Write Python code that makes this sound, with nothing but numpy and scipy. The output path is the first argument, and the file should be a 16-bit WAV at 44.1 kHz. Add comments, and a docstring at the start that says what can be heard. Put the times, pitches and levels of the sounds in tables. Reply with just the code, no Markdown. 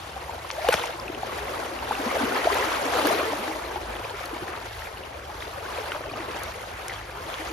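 """Someone wades through a shallow river and pushes a bamboo basket trap down into it, close to a pair of microphones.
Stirred water is a cloud of bubbles over a wash of noise: big ones gulp, middling ones gurgle and splash,
the smallest fizz as spray. Plops, drips and the ringing of hard slaps are sines that swell and fade, gurgles slide
in pitch, drops patter back as ringing ticks, and water slaps and bamboo ticks are short noise bursts.
Far off an engine drones as a stack of sines, a faint hum sinks in pitch, and low outdoor noise throbs."""
import sys
import numpy as np
from scipy import signal
from scipy.fft import rfft, irfft, next_fast_len
from scipy.io import wavfile

SR = 44100
rng = np.random.default_rng(int(sys.argv[2]) if len(sys.argv) > 2 else 0)


def master(y):
    """Save y as 16-bit WAV."""
    cut = np.clip(np.atleast_2d(y).T, -1, 1)
    pcm = np.round(cut * 32767)  # scale
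    wavfile.write(sys.argv[1], SR, pcm.astype(np.int16))


N = 331632

CUTOFF_HZ = 15800   # top of the sound's range
LEFTWARD_DB = 2   # plops, rings, gurgles and patter lie a little to the left


def from_db(db):
    """Decibels to gain."""
    return 10 ** (np.asarray(db) / 20)


def rms_one(x):
    """Scale to rms 1."""
    return x / np.sqrt(np.mean(x ** 2) + 1e-20)


def at_hz(points, hz):
    """Read a table on a log-frequency axis."""
    f, value = np.transpose(points)
    return np.interp(np.log(np.maximum(hz, 1)), np.log(f), value)


def panned(pan_db):
    """Left and right gains; positive is to the left."""
    return from_db(np.array([[.5], [-.5]]) * pan_db)


def drift(rate):
    """Slow chance of spread 1, changing about rate times a second."""
    hop = 40   # samples between the slow values
    r = np.exp(-2 * hop * np.pi * rate / SR)
    noise = rng.standard_normal(N // hop + 2002)
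    slow = signal.lfilter([1], [1, -2 * r, r * r], noise)[2000:]   # drop the filter's run-in
    return np.interp(np.arange(N) / hop, np.arange(len(slow)), rms_one(slow))


def band(x, low, high, order=2):
    """Butterworth band-pass."""
    sos = signal.butter(order, [low, min(high, .45 * SR)], "band", fs=SR, output="sos")
    return signal.sosfilt(sos, x)


def add(out, s, sound):
    """Mix a stereo sound in at time s."""
    start = max(int(s * SR), 0)
    out[:, start:start + sound.shape[-1]] += sound[:, :max(N - start, 0)]


# faint hum far off, sinking in pitch, silent before the first row:
# time_s, pitch_hz, level_db (rms, before flutter)
FAR_HUM = [(6.05, 209, -72), (6.3, 200, -58), (6.6, 183.6, -58), (6.9, 167, -59), (7.25, 157, -61),
           (7.52, 152, -65)]


def far_hum(waver, flutter_db):
    """One unsteady tone, sliding down."""
    s, hz, db = np.transpose(FAR_HUM)
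    t = np.arange(N) / SR
    pitch = np.interp(t, s, hz) * (1 + waver * drift(5))
    turns = np.cumsum(pitch) / SR
    level = np.interp(t, s, from_db(db), left=0) * from_db(flutter_db * drift(5))
    return np.sqrt(2) * level * np.sin(2 * np.pi * turns)


# far engine: multiple_of_firing_rate, level_db (rms, before growth and flutter)
ENGINE_ORDERS = [(2, -55), (3, -59), (4, -58), (5, -60), (6, -70), (7, -75), (8, -72)]
# its slowly sinking firing rate, before waver: time_s, rate_hz
FIRING_RATE = [(0.6, 30.63), (1.2, 27.85), (3.6, 27.31), (4.7, 26.28), (7.5, 25.63)]
ENGINE_GROWTH_DB_PER_S = 0.75   # the drone slowly grows


def far_engine(waver, flutter_db):
    """Only the lowest orders carry over the water, each fading in and out in the air."""
    t = np.arange(N) / SR
    firing_hz = np.interp(t, *np.transpose(FIRING_RATE)) * (1 + waver * drift(1.23))
    turns = np.cumsum(firing_hz) / SR
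    growth_db = ENGINE_GROWTH_DB_PER_S * (np.arange(N) - N / 2) / SR
    drone = 0
    for order, db in ENGINE_ORDERS:
        level = np.sqrt(2) * from_db(db + growth_db + flutter_db * drift(2.6))
        drone = drone + level * np.sin(2 * np.pi * (round(order) * turns + rng.random()))
    return drone


# colour of the low outdoor rumble, before its band-pass: pitch_hz, density_db (per Hz, relative)
RUMBLE_COLOUR = [(20, -30), (35, -4), (50, 2.5), (70, 10), (95, 3.5), (130, -3), (180, -12), (300, -45)]
RUMBLE_DB = -48.5   # rms
THROB_PER_S, THROB_AT_S = 2.635, 0.335   # rate of the throb, time of one crest


def rumble(spread, throb_db):
    """Low outdoor noise that swells and sinks a few times a second, nearly the same on both sides."""
    colour = from_db(at_hz(RUMBLE_COLOUR, np.arange(N // 2 + 1) * SR / N))
    noise = irfft(rfft(rng.standard_normal((2, N))) * colour, N)
    mid, side = band(noise, 32, 390)
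    since_crest = np.arange(N) / SR - THROB_AT_S
    throb = from_db(throb_db * np.cos(2 * np.pi * THROB_PER_S * since_crest))
    return from_db(RUMBLE_DB) * rms_one(throb * (mid + spread * side * [[1], [-1]]))


# water thrown up or running off the trap patters back:
# start_s, length_s, drops, level_db (peak of the largest drop)
SHOWERS = [(0.7, 0.19, 30, -19.5), (3.9, 0.83, 25, -26), (5.65, 0.8, 32, -25), (6.895, 0.05, 11, -27)]
PATTER_LOW_HZ, PATTER_HIGH_HZ, PATTER_CYCLES = 1200, 5000, 2.1   # pitch range; cycles to fall to 1/e
PATTER_RANGE_DB = 13   # largest drop to smallest


def patter():
    """Each falling drop strikes the surface with a sharp tick that rings for a few cycles."""
    out, t = np.zeros((2, N)), np.arange(SR // 40) / SR
    for s, length, count, db in SHOWERS:
        for when, pitch, size, side in rng.random((40, 4))[:int(count)]:
            hz = PATTER_LOW_HZ * (PATTER_HIGH_HZ / PATTER_LOW_HZ) ** pitch
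            tick = np.exp(-hz * t / PATTER_CYCLES) * np.sin(2 * np.pi * hz * t)
            gains = from_db(db - PATTER_RANGE_DB * size) * panned(LEFTWARD_DB + 4 * (2 * side - 1))
            add(out, s + length * when, gains * tick)
    return out


# slaps of water and ticks of bamboo, close by:
# start_s, level_db (before the overall level), centre_hz, decay_s, pan_db (left over right)
SLAPS = [(0.5035, -14, 1840, 0.00055, 2), (0.5124, -28, 3530, 0.0039, 8), (0.6867, -18.5, 2200, 0.0037, 1),
         (0.688, -24, 8000, 0.0036, 2), (0.69, -28, 219, 0.0039, -2), (0.7236, -19.5, 1320, 0.014, 3),
         (0.7264, -26.5, 5740, 0.019, 4), (0.7406, -13, 1510, 0.002, 0), (0.7408, -16.5, 3140, 0.0019, 4),
         (0.7417, -25, 8000, 0.0018, 0), (0.741, -16.5, 700, 0.0015, 3), (0.744, -26, 129, 0.0039, 0),
         (.857, -30.5, 5030, 0.0037, 0), (2.444, -23, 1890, 0.0019, 7), (2.545, -21.5, 9000, 0.00093, 2),
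         (3.07, -20.5, 10000, 0.0037, 1), (4.257, -27, 9000, .0008, 0), (4.426, -33, 220, 0.0049, -5),
         (5.9197, -21.5, 1490, 0.0018, -1), (5.961, -26, 890, 0.0054, 0), (6.435, -23.5, 7500, 0.00065, 4),
         (6.8822, -26.5, 5450, 0.0028, 1), (6.9, -38.5, 2500, 0.01, 1), (6.936, -37, 3500, 0.0037, 0)]


def slaps(level_db, spread, crack):
    """A sharp contact: one crack, then a burst of spatter that dies within milliseconds."""
    out, t = np.zeros((2, N)), np.arange(SR // 10) / SR
    for s, db, hz, decay, pan_db in SLAPS:
        mid, side = rng.choice([-1., 1.], (2, len(t)))
        burst = (mid + spread * side * [[1], [-1]]) * np.exp(-t / decay)
        burst[:, 0] += crack
        burst = band(burst, hz / 1.9, hz * 1.9, order=3)
        burst *= np.sqrt(decay * SR / np.sum(burst ** 2))   # level holds whatever the decay
        add(out, s, from_db(db + level_db) * panned(pan_db) * burst)
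    return out


def bubble(age, cycles, rise, phase=0):
    """A bubble swells for some cycles to peak 1 at age 1, then dies away, rising in pitch near the surface."""
    swell_and_fade = (age * np.exp(1 - age)) ** 2
    return swell_and_fade * np.sin(2 * np.pi * cycles * age * (1 + rise * age) + phase)


# single bubbles and drips, and the short ringing of the hardest slaps and knocks:
# start_s, pitch_hz (at the start), level_db (peak, before the overall level), cycles_to_peak
PLOPS_AND_RINGS = [(0.1622, 770, -24.5, 4), (0.2933, 885, -21, 2.2), (0.3805, 756, -25.5, 1.4),
                   (0.4455, 1020, -26.5, 2.5), (0.6437, 686, -16, 2.8), (0.678, 4150, -29, 3),
                   (0.6872, 495, -5.5, 1.54), (0.688, 1050, -5.5, 0.63), (0.6878, 2900, -19, 7),
                   (0.6934, 530, -13, 0.84), (0.7402, 610, -11.5, 1.2), (0.7405, 3020, -6, 1.7),
                   (0.7445, 520, -22, 1.4), (0.7587, 5380, -25, 3), (0.8252, 2690, -30, 2.4),
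                   (0.8365, 2190, -20, 1.6), (0.8388, 930, -15.5, 1.6), (0.9994, 4950, -23.5, 2.2),
                   (1.08, 2480, -22.5, 2.9), (1.0952, 326, -24, 1.8), (1.148, 2800, -23.5, 1.5),
                   (1.2313, 766, -16, 1.7), (1.3202, 1890, -29, 3.1), (1.482, 2070, -25, 2.5),
                   (1.6257, 1370, -29, 3.4), (1.7894, 2690, -26, 2.7), (1.8236, 872, -22.5, 2.9),
                   (1.9091, 840, -11, 2.2), (1.9203, 1300, -13.5, 0.84), (1.926, 1130, -18, 1.7),
                   (1.952, 2580, -19, 2.2), (1.994, 284, -23, 1.9), (2.059, 234, -22, 2.4),
                   (2.078, 683, -22, 2.3), (2.1032, 2260, -23, 2.3), (2.1128, 1130, -18, 2.3),
                   (2.167, 565, -13, 1.5), (2.205, 290, -20, 2.7), (2.2325, 260, -17, 1.5),
                   (2.3575, 1890, -20, 2.4), (2.367, 1070, -18.5, 2.1), (2.3753, 4180, -23, 3),
                   (2.4505, 372, -20.5, 1.7), (2.459, 672, -18, 1.6), (2.4705, 662, -5.5, 2.3),
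                   (2.5287, 1900, -18, 2.1), (2.5393, 3490, -26, 3.2), (2.5678, 1037, -17, 1.7),
                   (2.5955, 513, -22, 1.9), (2.6247, 1610, -16, 1.8), (2.6484, 1233, -18, 1.7),
                   (2.935, 1590, -18, 2.1), (2.963, 1345, -19, 1.8), (2.9702, 1345, -20, 2),
                   (2.9863, 1210, -14, 1.3), (3.012, 1140, -17, 2.2), (3.065, 340, -22, 1.5),
                   (3.0722, 1600, -16, 2), (3.0995, 935, -17, 2.2), (3.146, 4150, -24, 3),
                   (3.2082, 666, -24, 1.8), (3.215, 1130, -17, 1.7), (3.227, 350, -24.5, 2),
                   (3.333, 690, -16, 1.2), (3.4723, 311, -29, 7.9), (3.497, 475, -26, 1.6),
                   (3.759, 826, -19, 2), (3.954, 3300, -28, 1.5), (3.966, 2980, -28, 2.8),
                   (4.016, 940, -25, 2), (4.0439, 2420, -27, 4.5), (4.067, 880, -28.5, 2.8),
                   (4.097, 3230, -28, 2.2), (4.1951, 1500, -25, 1.5), (4.2601, 4300, -30, 4),
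                   (4.329, 320, -25, 1.9), (4.3471, 2220, -29, 3.6), (4.4185, 349, -25, 2.7),
                   (4.48, 1744, -26, 2.3), (4.538, 1244, -25, 2), (4.8207, 1820, -26.5, 2.3),
                   (4.9718, 2770, -29, 2.6), (5.036, 2740, -29, 3), (5.4052, 3450, -28, 3.3),
                   (5.4229, 1990, -23, 1.7), (5.7761, 2330, -25, 2.8), (5.7834, 540, -21.5, 2.1),
                   (5.919, 1510, -22.5, 1.7), (5.9192, 2720, -16, 1.5), (5.9228, 1300, -24, 1.6),
                   (5.9425, 1150, -29, 1.8), (5.9476, 1050, -19, 1.2), (6.0075, 610, -24, 1.3),
                   (6.0386, 1744, -27, 2), (6.095, 2400, -31, 7.9), (6.112, 1110, -28, 3),
                   (6.114, 285, -34, 1.24), (6.117, 4406, -34, 8), (6.134, 693, -25, 2.4),
                   (6.139, 2700, -30, 5.3), (6.2035, 336, -34, 1.6), (6.2453, 1467, -29, 2.2),
                   (6.344, 2450, -30, 2.7), (6.406, 1744, -28, 2.6), (6.8963, 2050, -21, 2.2),
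                   (6.9095, 1400, -32, 1.8), (6.918, 1800, -28, 2.8), (7.013, 1900, -27.5, 2.2),
                   (7.0954, 1480, -30, 1.7), (7.341, 3200, -20.5, 1.9), (7.384, 313, -33.5, 7.1)]


def plops_and_rings(level_db, rise):
    """Ringing sounds that stand out of the cloud, each one swelling and fading tone that rises slightly."""
    out = np.zeros((2, N))
    for s, hz, db, cycles in PLOPS_AND_RINGS:
        cycles = max(cycles, .5)
        age = np.arange(0, 6, hz / (cycles * SR))
        add(out, s, from_db(db + level_db) * panned(LEFTWARD_DB) * bubble(age, cycles, rise))
    return out


# gurgles, bubbles whose pitch slides as they surface or are pushed under:
# start_s, start_hz, end_hz, length_s, level_db (peak, before the overall level)
GURGLES = [(0.523, 540, 590, 0.027, -35), (0.556, 845, 1000, .025, -33), (0.575, 563, 1000, 0.033, -21.5),
           (0.603, 593, 700, 0.057, -26), (0.657, 680, 1300, 0.048, -19.5),
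           (0.7203, 872, 780, 0.032, -16.5), (.722, 1492, 1450, 0.029, -17.5),
           (0.848, 606, 720, 0.019, -25), (0.886, 475, 560, 0.025, -28.5), (0.986, 1083, 900, .025, -27),
           (1.393, 400, 456, 0.088, -31), (1.47, 365, 400, 0.089, -35), (2.089, 1986, 2450, .025, -27),
           (2.137, 457, 640, 0.038, -17.5), (2.186, 1500, 1600, .026, -24),
           (2.308, 1405, 1520, .026, -23.5), (2.35, 1726, 1800, .026, -25), (2.38, 282, 305, .035, -26),
           (2.512, 430, 357, 0.049, -21.5), (2.578, 700, 660, .026, -23), (2.587, 951, 1020, .024, -24),
           (2.602, 466, 340, 0.064, -26), (2.611, 520, 600, 0.026, -23), (2.631, 951, 1250, .026, -25),
           (2.658, 338, 290, 0.047, -26), (2.847, 275, 295, .036, -25), (2.946, 532, 422, 0.029, -17.5),
           (2.946, 1250, 1400, 0.037, -23.5), (3.043, 800, 860, .026, -21), (3.098, 616, 670, .026, -22),
           (3.099, 444, 410, 0.04, -24.5), (3.114, 1233, 1150, .025, -23), (3.18, 475, 550, .028, -23),
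           (3.189, 1060, 1130, .025, -25), (3.036, 276, 356, 0.052, -19.5), (3.191, 580, 735, 0.042, -22.5),
           (3.265, 434, 480, 0.051, -21.5), (3.31, 281, 320, 0.066, -27.5), (3.385, 205, 272, .06, -30.5),
           (3.497, 800, 860, .026, -25), (3.752, 340, 398, 0.05, -29), (3.754, 783, 1120, 0.045, -25.5),
           (4.041, 515, 623, 0.032, -28), (4.1, 894, 1060, .032, -28.5), (4.134, 387, 450, .032, -30.5),
           (4.228, 1233, 1330, 0.024, -30), (4.357, 920, 1120, 0.029, -29), (5.294, 820, 870, .026, -32),
           (5.648, 1340, 2100, 0.028, -30), (5.679, 993, 1550, .028, -27.5), (5.76, 848, 1400, 0.057, -34),
           (5.792, 445, 410, 0.044, -29), (5.889, 550, 640, 0.033, -29), (5.943, 574, 660, 0.047, -26),
           (6.047, 590, 720, 0.042, -29.5), (6.193, 316, 368, 0.046, -31), (6.22, 794, 888, 0.025, -29.5),
           (6.264, 380, 420, 0.051, -35), (6.354, 598, 660, 0.03, -29), (6.423, 650, 670, 0.031, -33),
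           (6.469, 633, 680, 0.033, -29), (6.617, 588, 525, 0.051, -38), (6.66, 475, 736, 0.066, -34),
           (6.897, 2100, 1650, .035, -34), (7.156, 386, 500, 0.071, -36), (7.278, 616, 670, .028, -30.5),
           (7.315, 448, 680, 0.069, -38), (7.502, 321, 360, 0.039, -29)]


def gurgles(level_db, bend, swell):
    """Longer bubbles swell early and fade while their pitch slides ever faster."""
    out = np.zeros((2, N))
    for s, start_hz, end_hz, length, db in GURGLES:
        progress = np.linspace(0, 1, int(length * SR))
        hz = start_hz * (end_hz / start_hz) ** progress ** bend
        envelope = np.sin(np.pi * progress ** swell) ** 2
        ring = envelope * np.sin(2 * np.pi * np.cumsum(hz) / SR)
        add(out, s, from_db(db + level_db) * panned(LEFTWARD_DB) * ring)
    return out


# how alike the water sounds at the two microphones: pitch_hz, likeness (0-1)
LIKENESS = [(150, 0.6), (300, 0.96), (700, 0.09), (1500, 0.11), (3000, 0.18), (5500, 0.3), (8000, 1),
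            (15000, 1)]


def wash(hz):
    """Half an octave of smooth rushing from bubbles too many to tell apart; rms 1."""
    alike = np.clip(at_hz(LIKENESS, hz), 0, 1)
    mid, side = band(rng.standard_normal((2, N)), hz * 2 ** (-1 / 4), hz * 2 ** (1 / 4))
    return rms_one(np.sqrt(1 + alike) * mid + np.sqrt(1 - alike) * side * [[1], [-1]])


def bubble_cloud(hz, per_s, size_db, cycles, rise):
    """Random bubbles around hz, many small and few large, each with its own pitch, life, glide and place; rms 1."""
    draws = rng.random((int(per_s * N / SR) + 1, 7))
    when, tuning, damping, bulk, depth, lag, side = draws.T
    pitch = np.minimum(hz * 2 ** (tuning / 2 - 1 / 4), CUTOFF_HZ)
    # most bubbles are quickly damped; a rarer few ring on
    life = .55 * 4 ** damping ** 2
    size = from_db(size_db * np.minimum(-np.log(1 - bulk), 3)) / life ** .25
    swell = cycles * life * SR / pitch   # samples to the peak

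    # all bubbles are laid end to end in one long array, then summed at their times
    lengths = (4.5 * swell).astype(int)
    step = np.arange(lengths.sum()) - np.repeat(np.cumsum(lengths) - lengths, lengths)
    at = (np.repeat((when * N).astype(int), lengths) + step) % N
    each = lambda value: np.repeat(value.astype(np.float32), lengths)
    age = step.astype(np.float32) / each(swell)
    turns, glide = each(cycles * life), each(rise * depth)

    # the less alike the two sides, the wider the bubbles scatter in phase and level
    apart = np.sqrt(1 - np.clip(at_hz(LIKENESS, hz), .05, .99))
    phase = apart * (2 * lag - 1)
    gains = size * panned(9 * apart * (2 * side - 1))
    pair = []
    for gain, lead in zip(gains, (phase, -phase)):
        sound = each(gain) * bubble(age, turns, glide, each(lead))
        pair.append(np.bincount(at, sound, N))
    return rms_one(np.array(pair))


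# strokes of a leg or the trap through the water, close by:
# full_force_s, hold_s, strength_db (over an ordinary stroke),
# depth_db (more of the big bubbles), spray_db (more of the fizz)
STROKES = [(0, 0.053, -14.5, 0, 15), (.3, .05, -12.5, 4, 12.5), (.56, 0.036, -7.5, 0, 11),
           (.71, 0.033, 4.5, -11, 4.5), (.8, 0.024, 3, -7, -4), (1.06, 0.024, -11, 17, 2),
           (1.27, 0.35, -1, 5, 2), (1.7, 0.12, -4, 10.5, 2.5), (1.92, 0.15, 2.5, 1.5, -0.5),
           (2.12, 0.14, 5.5, 4, 0.5), (2.23, .02, -2, 18, -11), (2.34, 0.023, 8.5, -1, -5.5),
           (2.45, 0.11, 7, 0.5, -1.5), (2.59, 0.063, 9, -2, -0.5), (2.78, 0.022, 5.5, 2.5, 0),
           (2.86, 0.044, 1.5, 6.5, 6), (2.95, 0.03, 7, 4.5, 3.5), (3.05, 0.053, 8, 6.5, 4),
           (3.18, 0.029, 7, -1, -2.5), (3.3, 0.065, -1.5, -8, 5.5), (3.46, 0.075, -1.5, 7.5, 5.5),
           (3.68, 0.089, -1, 5, -2), (3.96, 0.1, -1.5, 2.5, -1.5), (4.21, 0.037, -2, -9, 0.5),
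           (4.35, 0.02, -4.5, 5.5, 1), (4.49, 0.037, -1.5, 2, -6), (4.72, .1, -3.5, -20, 3.5),
           (4.98, 0.11, -21, 19.5, -27), (5.41, 0.17, -7, 4, 4), (5.73, 0.2, -1, 0.5, -1),
           (6.17, 0.074, -2.5, 9.5, -6), (6.391, 0.097, 0, -7, 0.5), (6.67, 0.085, -5, -3, 0),
           (6.91, 0.027, -3.5, -4, -5), (7.3, .25, 0.5, -3.5, 1)]
ATTACK_S, FALL_DB_PER_S = 0.19, 58   # a stroke gathers force, then its water falls back
FOAM_DB, FOAM_FALL_DB_PER_S = -11, 37   # the foam it leaves goes on bubbling
LAPPING_DB, LAPPING_DEPTH_DB = -5.5, -0.5   # shallow lapping at the legs and the trap between strokes


def stirring(t, depth_share, spray_share):
    """How hard the water is stirred at times t, in dB: each stroke swells, holds, falls back and leaves foam."""
    power = from_db(LAPPING_DB + depth_share * LAPPING_DEPTH_DB) ** 2
    for s, hold, db, depth_db, spray_db in STROKES:
        swell = np.clip(1 + (t - s) / ATTACK_S, 0, 1)
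        since = np.maximum(t - s - hold, 0)
        fall_db = depth_share * depth_db + spray_share * spray_db - FALL_DB_PER_S * since
        foam_db = FOAM_DB - FOAM_FALL_DB_PER_S * since
        power = power + (swell * from_db(db + np.maximum(fall_db, foam_db))) ** 2
    return 10 * np.log10(power)


# the four parts of stirred water, gulp, gurgle, splash and spray:
# centre_hz, level_db (at an ordinary stroke, before colour), follows (dB per dB of stirring),
# depth_share, spray_share (how much of a stroke's depth and spray the part takes)
PARTS = [(266, -49.5, 1.0, 1, 0), (595, -45.5, 0.83, 0.32, 0.58), (1720, -43.5, 1.0, 0.044, 0),
         (6030, -43, 0.9339, 0.058, 0.65)]
# colour of stirred water: pitch_hz, density_db (per Hz, relative)
WATER_COLOUR = [(170, -17.5), (220, -13.5), (290, -1.5), (400, -2), (600, -0.5), (900, -3), (1500, -8.5),
                (2500, -13.5), (4000, -20), (6000, -25.5), (9000, -26), (12500, -32.5), (16000, -36)]
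# bubbles by size: pitch_hz, bubbles_per_s (in half an octave), power_share (0-1, before crowding),
# pan_db (left over right), cycles_to_peak (before each bubble's own life)
SIZES = [(197.7, 70, 0.97, 1.5, 2.1), (583.6, 200, 0.84, 2.5, 3.35), (1420, 360, 0.59, -0.5, 4.45),
         (2770, 380, 0.4, 2.5, 4.7), (4800, 450, 0.5, 4, 3.8), (9350, 500, 0.54, -1, 7)]
# drops falling back, in each half octave: level against the cloud, rate, cycles to the peak before each one's life
DROPS_DB, DROPS_PER_S, DROP_CYCLES = -12.5, 12, 8.05
DROP_LOW_HZ, DROP_HIGH_HZ = 900, 4500   # half octaves centred between these have drops


def stirred_water(surge_db, patchy_db, crowding):
    """Each size of bubble follows its part of the stirring; surges lift all sizes together."""
    s = np.arange(0, N / SR, .005)
    part_hz = [part[0] for part in PARTS]
    levels = np.array([db + follows * stirring(s, *shares) for _, db, follows, *shares in PARTS])
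    centres = 180 * 2 ** (np.arange(14) / 2)
    out, surge = 0, surge_db * drift(30.0)
    for hz in centres:
        per_s, share, pan_db, cycles = (at_hz(np.array(SIZES)[:, [0, k]], hz) for k in range(1, 5))
        # blend the two parts nearest in pitch
        weights = [at_hz(list(zip(part_hz, part)), hz) for part in np.eye(len(PARTS))]
        stir_db = np.interp(np.arange(N) / SR, s, weights @ levels)

        # hard stirring crowds the bubbles until they merge into the wash
        share = np.clip(share * from_db(-crowding * (stir_db - stir_db.mean())), 0, 1)
        cloud = bubble_cloud(hz, per_s, size_db=2.5, cycles=max(cycles, 1), rise=.05)
        grain = np.sqrt(share) * cloud + np.sqrt(1 - share) * wash(hz)
        if DROP_LOW_HZ < hz < DROP_HIGH_HZ:
            drops = bubble_cloud(hz, DROPS_PER_S, size_db=2.5, cycles=DROP_CYCLES, rise=0.028)
            grain = grain + from_db(DROPS_DB) * drops

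        # density per Hz becomes level per half octave
        colour_db = at_hz(WATER_COLOUR, hz) + 10 * np.log10(hz / centres[0])
        level_db = stir_db + colour_db + surge + patchy_db * drift(16.5)
        out = out + grain * from_db(level_db) * panned(pan_db)
    return out


def scene():
    """Water close by, the drone and the hum far behind it."""
    far = far_hum(waver=0.008, flutter_db=1.0) + far_engine(waver=0.0082, flutter_db=4.5)
    background = far + rumble(spread=0.096, throb_db=2.5)
    contacts = patter() + slaps(level_db=-1.0, spread=0.25, crack=5.1)
    ringing = plops_and_rings(level_db=-2.5, rise=0.0068) + gurgles(level_db=-4.0, bend=1.42, swell=0.69)
    water = stirred_water(surge_db=1.0, patchy_db=1.09, crowding=0.044)
    return background + contacts + ringing + water


# phase by which the left microphone leads; in the treble the right one hears first: pitch_hz, lead_rad
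LEAD = [(60, 0), (400, .35), (1000, .8), (2000, .2), (3500, .8), (5400, .7), (6500, -.9), (8000, -3.1),
        (10000, -5.1), (11600, -6.3), (13200, -7.7), (15000, -9.4)]


def record(dry):
    """The two microphones differ in phase; the highest peaks are rounded and the top is cut."""
    size = next_fast_len(N + SR // 10)
    hz = np.arange(size // 2 + 1) * SR / size
    turn = np.exp(1j * at_hz(LEAD, hz) * np.array([[.5], [-.5]]))
    pair = irfft(rfft(dry, size) * turn, size)[:, :N]
    rounded = np.tanh(pair)
    return signal.sosfilt(signal.ellip(12, .1, 80, CUTOFF_HZ, fs=SR, output="sos"), rounded)


dry = scene()
out = record(dry)
master(out)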